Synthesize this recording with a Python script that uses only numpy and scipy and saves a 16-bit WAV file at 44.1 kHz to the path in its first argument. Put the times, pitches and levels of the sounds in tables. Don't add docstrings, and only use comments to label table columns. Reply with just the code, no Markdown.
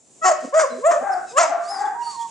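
import sys
import numpy as np
from scipy import signal
from scipy.fft import rfft, irfft, next_fast_len
from scipy.io import wavfile
from scipy.ndimage import uniform_filter1d, map_coordinates

SR = 44100
rng = np.random.default_rng(int(sys.argv[2]) if len(sys.argv) > 2 else 0)


def generate_wav(signal):
    frames = np.transpose(np.atleast_2d(signal))
    scaled = np.clip(frames, -1, 1) * 32767
    pcm = np.round(scaled).astype(np.int16)
    wavfile.write(sys.argv[1], SR, pcm)


def rack_gain(trim_db):
    fader = np.asarray(trim_db, float)
    return 10 ** (fader / 20)


N = 101430

# [t/s, pitch f/Hz, level/dB, breath over level/dB]
BARK_ONE_ONSET = [(.213, 655, -44, -60), (.225, 640, -25, -45), (.245, 660, -17, -32),
                  (.256, 675, -18, -28), (.268, 680, -34, -26)]
BARK_ONE_DOUBLED = [(.238, 365, -30, -17), (.252, 376, -16, -21), (.27, 374, -11, -26),
                    (.285, 370, -10, -25), (.297, 360, -17, -17), (.306, 345, -30, -15)]
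BARK_ONE_END = [(.294, 700, -26, -18), (.303, 670, -14, -23), (.31, 655, -19, -20), (.318, 650, -11, -26),
                (.33, 580, -24, -20), (.342, 640, -18, -32), (.356, 650, -32, -30)]
BARK_TWO = [(.523, 495.4, -37, -75.5), (0.541, 578.2, -16, -28), (0.563, 648, -13, -27),
            (0.585, 642, -8.5, -38.5), (0.596, 640.8, -15.5, -13), (0.625, 614.5, -19, -18),
            (0.646, 536.3, -16, -36), (0.665, 475, -32, -43)]
BARK_THREE = [(.82, 472.7, -45, -71), (.845, 562.4, -18, -45.5), (.87, 660.5, -10.5, -37),
              (.898, 691.3, -12, -35), (0.916, 691.8, -16, -12.5), (0.953, 542, -26.5, -17.5),
              (0.986, 655, -16.5, -37)]
BARK_FOUR_ONSET = [(1.31, 430, -46, -45), (1.35, 512, -36, -42), (1.36, 535, -28, -36),
                   (1.37, 560, -18, -28), (1.378, 580, -15, -23), (1.386, 650, -11, -22),
                   (1.394, 655, -15, -20), (1.402, 660, -32, -18)]
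BARK_FOUR_HOARSE = [(1.384, 325, -28, -18), (1.394, 342, -14, -18), (1.412, 350, -11.5, -21),
                    (1.424, 340, -19, -15), (1.435, 322, -13.5, -18), (1.45, 305, -22, -19),
                    (1.46, 325, -18, -26), (1.472, 335, -32, -28)]
# [t/s, pitch f/Hz, level/dB]
MOAN = [(.695, 250, -42), (.73, 240, -35), (.765, 250, -37), (.82, 260, -46)]
MOAN_RISE = [(.77, 350, -46), (.79, 385, -36), (.815, 460, -34), (.845, 560, -28)]
# [start t/s, length t/s, pitch f/Hz, level/dB]
GRUNTS = [
    (0.42, 0.075, 270, -35),
    (1.0, 0.055, 250, -36),
    (1.46, 0.08, 290, -41),
]
# [t/s, pitch f/Hz, level/dB]
FAR_BARK_ONE = [(1.0, 722, -39), (1.039, 784.7, -25.5), (1.077, 790.4, -24.5), (1.119, 744.4, -29.5),
                (1.208, 700, -33)]
FAR_BARK_TWO = [(1.47, 760, -40), (1.505, 830, -30), (1.53, 680, -28), (1.592, 700, -31), (1.651, 670, -37)]
FAR_BARK_THREE = [(1.68, 800, -40), (1.725, 820, -28), (1.755, 760, -29), (1.79, 790, -29),
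                  (1.825, 808, -24), (1.86, 800, -29), (1.89, 795, -37), (1.97, 790, -37)]
FAR_HALF_PITCH_DB = [-32, -38, -32]
# [t/s, pitch f/Hz, level/dB]
WHINE = [(1.94, 940, -37), (2.028, 953, -25), (2.047, 950, -40), (2.07, 935, -25), (2.11, 935, -35),
         (2.154, 935, -40), (2.206, 928, -25.5), (2.26, 926, -31), (2.3, 926, -50)]
YIPS = [
    [(2.06, 1310, -57), (2.085, 1246, -42.5), (2.12, 1160, -49), (2.17, 1018, -33)],
    [(2.19, 1190, -51), (2.24, 1137, -49), (2.27, 1070, -36.5)],
    [(1.6, 1066, -59), (1.64, 1190, -39.5), (1.72, 1206, -42)],
]
# [t/s, pitch f/Hz, level/dB]
WHISTLE_ONE = [(1.645, 4330, -54), (1.68, 4900, -44), (1.71, 5170, -35), (1.75, 5060, -38),
               (1.78, 4700, -44), (1.82, 4350, -54)]
WHISTLE_TWO = [(2.022, 4350, -60), (2.038, 4525, -44), (2.078, 4530, -36), (2.092, 4505, -46),
               (2.105, 4515, -39), (2.125, 4480, -48), (2.16, 4350, -50), (2.2, 4250, -58)]
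SQUEAKS = [
    [(0, 7100, -60.5), (.2, 7400, -92)],
    [(.7, 4110, -50.5), (.74, 3940, -48)],
]
SQUEAL = [(1.26, 1330, -62), (1.295, 1285, -48), (1.335, 1235, -50)]
RASPS = [
    [(1.095, 5800, -49), (1.15, 4900, -49)],
    [(.755, 4300, -52), (.79, 3700, -50)],
    [(1.845, 3600, -52), (1.875, 3500, -52)],
    [(2.01, 2870, -48), (2.07, 2820, -51)],
    [(2.15, 4100, -51), (2.18, 3600, -53)],
    [(2.185, 3400, -52), (2.24, 3350, -51)],
    [(2.27, 3000, -56), (2.3, 2850, -56)],
]
# [start t/s, length t/s, level/dB]
PANTS = [
    (0.398, 0.12, -45),
    (.73, .12, -51),
    (1.03, 0.22, -53.5),
    (1.22, .16, -50),
    (1.56, 0.35, -46),
    (1.985, 0.2, -45),
    (2.14, .2, -48),
]

THROAT = [(370, -10.5), (700, 12.5), (1200, -2), (2000, -15.5), (2800, -25), (5000, -45.5), (7100, -13),
          (9500, -36)]
OPEN_THROAT = [(650, -3), (1300, 6), (2000, -5.5), (4000, -29), (7100, -8), (8500, -41.5)]
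HOARSE_THROAT = [(350, -34), (690, 0), (1050, -9), (1350, -12), (1700, -23), (2050, -15), (3200, -32),
                 (7100, -19)]
# [f/Hz, level/dB]
DOUBLED_THROAT = [(370, -20), (745, -8), (1125, 0), (1500, -18), (1900, -13), (2300, -26), (4000, -32),
                  (7100, -13)]
DOUBLED_END = [(370, -28), (745, 0), (1125, -12), (1500, -28), (1900, -19), (2300, -32), (4000, -40),
               (7100, -22)]
# [f/Hz, level/dB]
SHUT_THROAT = [(450, 0), (1000, -12), (2200, -32), (2800, -25), (5000, -42), (7100, -26), (9500, -45)]
WIDE_THROAT = [(650, -12), (1250, 0), (2250, -28), (2850, -13), (3300, -34), (5800, -33), (7150, -11),
               (8500, -32)]
# [f/Hz, level/dB]
GRUNT_THROAT = [(250, -9.5), (500, -6.5), (1000, -46), (3000, -58.5)]
FAR_THROAT = [(400, 21.5), (800, 17), (1600, -0.5), (2400, -37), (3500, -93)]
# [f/Hz, level/dB]
BREATH = [(250, -29.5), (1100, 19), (2200, -4), (4000, -15), (7000, 4.5), (10500, -23)]
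PANT = [(2000, -9.5), (3200, -8.5), (5000, -2), (7500, 5.5), (10500, -14.5)]
AIR = [(30, -37), (90, -15), (220, -7), (700, -12.5), (1400, -27.5), (5000, -25), (7300, -9.5),
       (10500, -26.5)]
# [f/Hz, left over right level/dB, left's phase lead/rad]
PORTS = [(257, -4, 0), (700, 0.5, 0.67), (1240, 3.5, 1.47), (2430, -0.5, 0.5), (6250, -0.5, 0.5)]
# [f/Hz, time to fall 60 dB t/s]
YARD = [(300, 1), (800, 0.35), (2500, 0.61), (9000, 0.22)]

AIR_DB = -55
NEAR_WET_DB, FAR_WET_DB = -10, -0.5
FAR_PAN_DB, WHINE_PAN_DB, NOSE_PAN_DB = 5.5, -8, 2
FAR_BREATH_DB, FAR_ROUGH, FAR_DULL_HZ = -21, .95, 2300
CLEAN_DB, ROUGH_SPAN_DB = -36, 32
BRIGHTENS = .5
BANDS_DB = 5
CAPSULE_HZ, CAPSULE_WIDE_HZ, CAPSULE_DB = 6910, 400, 0.5
CEILING, TOP_HZ = .95, 10700


def unit(x):
    return x / np.sqrt(np.mean(x ** 2) + 1e-20)


def along(points, hz):
    f, v = np.transpose(points)
    return np.interp(np.log(hz + 1), np.log(f + 1), v)


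def wobble(rate, count):
    knots = rng.standard_normal(int(N * rate / SR) + 4)
    return map_coordinates(knots, [np.arange(count) * rate / SR])


def filtered(x, response):
    m = next_fast_len(x.shape[-1] + 8192)
    spectrum = rfft(x, m) * response(np.fft.rfftfreq(m, 1 / SR))
    return irfft(spectrum, m)[..., :x.shape[-1]]


def noise(points, count):
    return unit(filtered(rng.standard_normal(count), lambda hz: rack_gain(along(points, hz))))


def breath_puff(turn, count):
    bands = rng.standard_normal(64)
    banded = filtered(noise(BREATH, count=count),
                      lambda f: rack_gain(BANDS_DB * np.interp(f / 200, np.arange(64), bands)))
    puff = 3.5 * unit(banded) * (1 + .6 * np.cos(turn)) * rack_gain(2 * wobble(80, count=count))
    return filtered(puff, lambda f: 1 / (1 + (300 / (f + 1)) ** 4))


def call(rows, throat, breath_db=-80, rough=0.017, sub_db=-80, fade_s=0.0047, ends=None):
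    rows = np.array(rows, float)
    t = np.arange(rows[0, 0], rows[-1, 0], 1 / SR)
    count = len(t)
    hz, db, *more = [uniform_filter1d(np.interp(t, rows[:, 0], c), size=300) for c in rows.T[1:]]
    if more:
        breath_db = more[0]
        rough = np.clip((breath_db - CLEAN_DB) / ROUGH_SPAN_DB, .12, 1)

    jitter = 1 + .03 * rough * wobble(200, count=count)
    turn = 2 * np.pi * np.cumsum(hz * jitter) / SR
    k = np.arange(1, 41)[:, None] / 2
    moved = np.linspace(0, 1, count) ** 1.1 if ends else 0
    shape_db = (1 - moved) * along(throat, k * hz) + moved * along(ends or throat, k * hz)
    half_db = sub_db * (k % 1 > 0)
    effort_db = BRIGHTENS * (db - db.max()) * np.log2(np.maximum(k / 2, 1))
    gain = rack_gain(shape_db + half_db + effort_db) * (k * hz < TOP_HZ)

    flutter_phase = turn / 4 + k + 0.77 * wobble(26.8, count=count)
    flutter = 1 + 0.56 * rough * np.clip(k - 1, 0, 1) * np.cos(flutter_phase)
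    wander = np.array([wobble(60, count=count) for partial in k])
    broken = rack_gain(np.minimum(k - 1, 3.5) * wander)
    partials = gain * broken * flutter * np.sin(k * turn + k * k)
    tone = partials.sum(0) / np.sqrt((gain ** 2).sum(0) / 2)
    tone = tone * rack_gain(4 * rough * wobble(90, count=count))

    voice = tone + rack_gain(breath_db) * breath_puff(turn, count)
    fade = np.clip(np.minimum(t - t[0], t[-1] - t) / fade_s, 0, 1)
    out, start = np.zeros(N + SR), round(t[0] * SR)
    out[start:start + count] = rack_gain(db) * fade * voice
    return out[:N]


def yard(x, wet_db):
    hz, t, z = signal.stft(rng.standard_normal((2, SR)), SR, nperseg=256)
    decay = rack_gain(-60 * t / along(YARD, hz)[:, None])
    tail = signal.istft(z * decay, SR, nperseg=256)[1]
    tail = tail + 0.76 * tail[0] * [[0], [1]]
    tail = tail / np.linalg.norm(tail, axis=1)[:, None]
    tail = np.pad(tail, ((0, 0), (900, 0)))
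    return rack_gain(wet_db) * signal.fftconvolve(x[None], tail, axes=1)[:, :N]


def placed(x, pan_db, wet_db):
    return x * rack_gain([[pan_db / 2], [-pan_db / 2]]) + yard(x, wet_db)


def near_barks():
    return [call(BARK_ONE_ONSET, OPEN_THROAT),
            call(BARK_ONE_DOUBLED, DOUBLED_THROAT, ends=DOUBLED_END),
            call(BARK_FOUR_ONSET, SHUT_THROAT, ends=WIDE_THROAT),
            call(BARK_FOUR_HOARSE, HOARSE_THROAT),
            call(BARK_ONE_END, THROAT), call(BARK_TWO, THROAT), call(BARK_THREE, THROAT)]


def near_grunts():
    out = call(MOAN, GRUNT_THROAT, rough=.7, fade_s=.015)
    out = out + call(MOAN_RISE, GRUNT_THROAT, rough=.4, fade_s=.015)
    for s, length, hz, db in GRUNTS:
        rows = [(s, hz, db - 10), (s + length / 2, hz, db), (s + length, hz, db - 10)]
        out = out + call(rows, GRUNT_THROAT, breath_db=-18, rough=1.4, fade_s=.02)
    return out


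def near_dog():
    barks = near_barks()
    side, ports = np.array([[.5], [-.5]]), np.array(PORTS)

    def heard(hz):
        level = rack_gain(side * along(ports[:, :2], hz))
        return level * np.exp(1j * side * along(ports[:, ::2], hz))

    return filtered(sum(barks) + near_grunts(), heard) + sum(yard(x, NEAR_WET_DB) for x in barks)


def far_dogs():
    barks = 0
    for rows, sub_db in zip((FAR_BARK_ONE, FAR_BARK_TWO, FAR_BARK_THREE), FAR_HALF_PITCH_DB):
        bark = call(rows, FAR_THROAT, FAR_BREATH_DB, FAR_ROUGH, sub_db, fade_s=.02)
        barks = barks + placed(bark, FAR_PAN_DB, FAR_WET_DB)
    barks = filtered(barks, lambda hz: 1 / (1 + (hz / FAR_DULL_HZ) ** 6))
    thin = [(1000, 18.5), (1900, -12), (2400, -44), (5000, -90)]  # f/Hz, level/dB
    whines = call(WHINE, thin, rough=.08) + sum(call(y, thin, rough=.1, fade_s=.012) for y in YIPS)
    return barks + placed(whines, WHINE_PAN_DB, wet_db=-16)


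def swell(s, length):
    return np.sin(np.pi * np.clip((np.arange(N) / SR - s) / length, 0, 1)) ** 0.8


def nose():
    pipe = [(5000, 5), (9500, -7.5)]  # f/Hz, level/dB
    squeal_pipe = [(1300, -2), (7000, 7.5), (10000, -18.5)]
    thin_calls = [WHISTLE_ONE, WHISTLE_TWO] + SQUEAKS
    whistles = sum(call(rows, pipe, breath_db=-27.5, rough=.45) for rows in thin_calls)
    rasps = sum(call(rows, pipe, rough=1.3, fade_s=.015) for rows in RASPS)
    squeal = call(SQUEAL, squeal_pipe, rough=.5, fade_s=.012)
    pants = noise(PANT, count=N) * sum(rack_gain(db) * swell(s, length) for s, length, db in PANTS)
    pants = pants * rack_gain(3 * wobble(40, count=N))
    return placed(whistles + rasps + squeal + pants, NOSE_PAN_DB, wet_db=-8)


def air():
    both = noise(AIR, count=N)
    drift_db = 2.5 * wobble(6, count=N)
    return rack_gain(AIR_DB + drift_db) * np.array([both + 0.79 * noise(AIR, count=N) for port in "lr"])


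def scene():
    return near_dog() + far_dogs() + nose() + air()


def roll_off(x):
    return signal.sosfilt(signal.butter(12, 10700, fs=SR, output="sos"), x)


def record(dry):
    held = dry / (1 + (dry / CEILING) ** 4) ** .25

    def colour(hz):
        resonance_db = CAPSULE_DB / (1 + ((hz - CAPSULE_HZ) / CAPSULE_WIDE_HZ) ** 2)
        bass_cut = 1 / np.sqrt(1 + (60 / (hz + 1)) ** 2)
        return rack_gain(resonance_db) * bass_cut * (hz < TOP_HZ)

    return roll_off(filtered(held, colour))


dry = scene()
out = record(dry)
generate_wav(out)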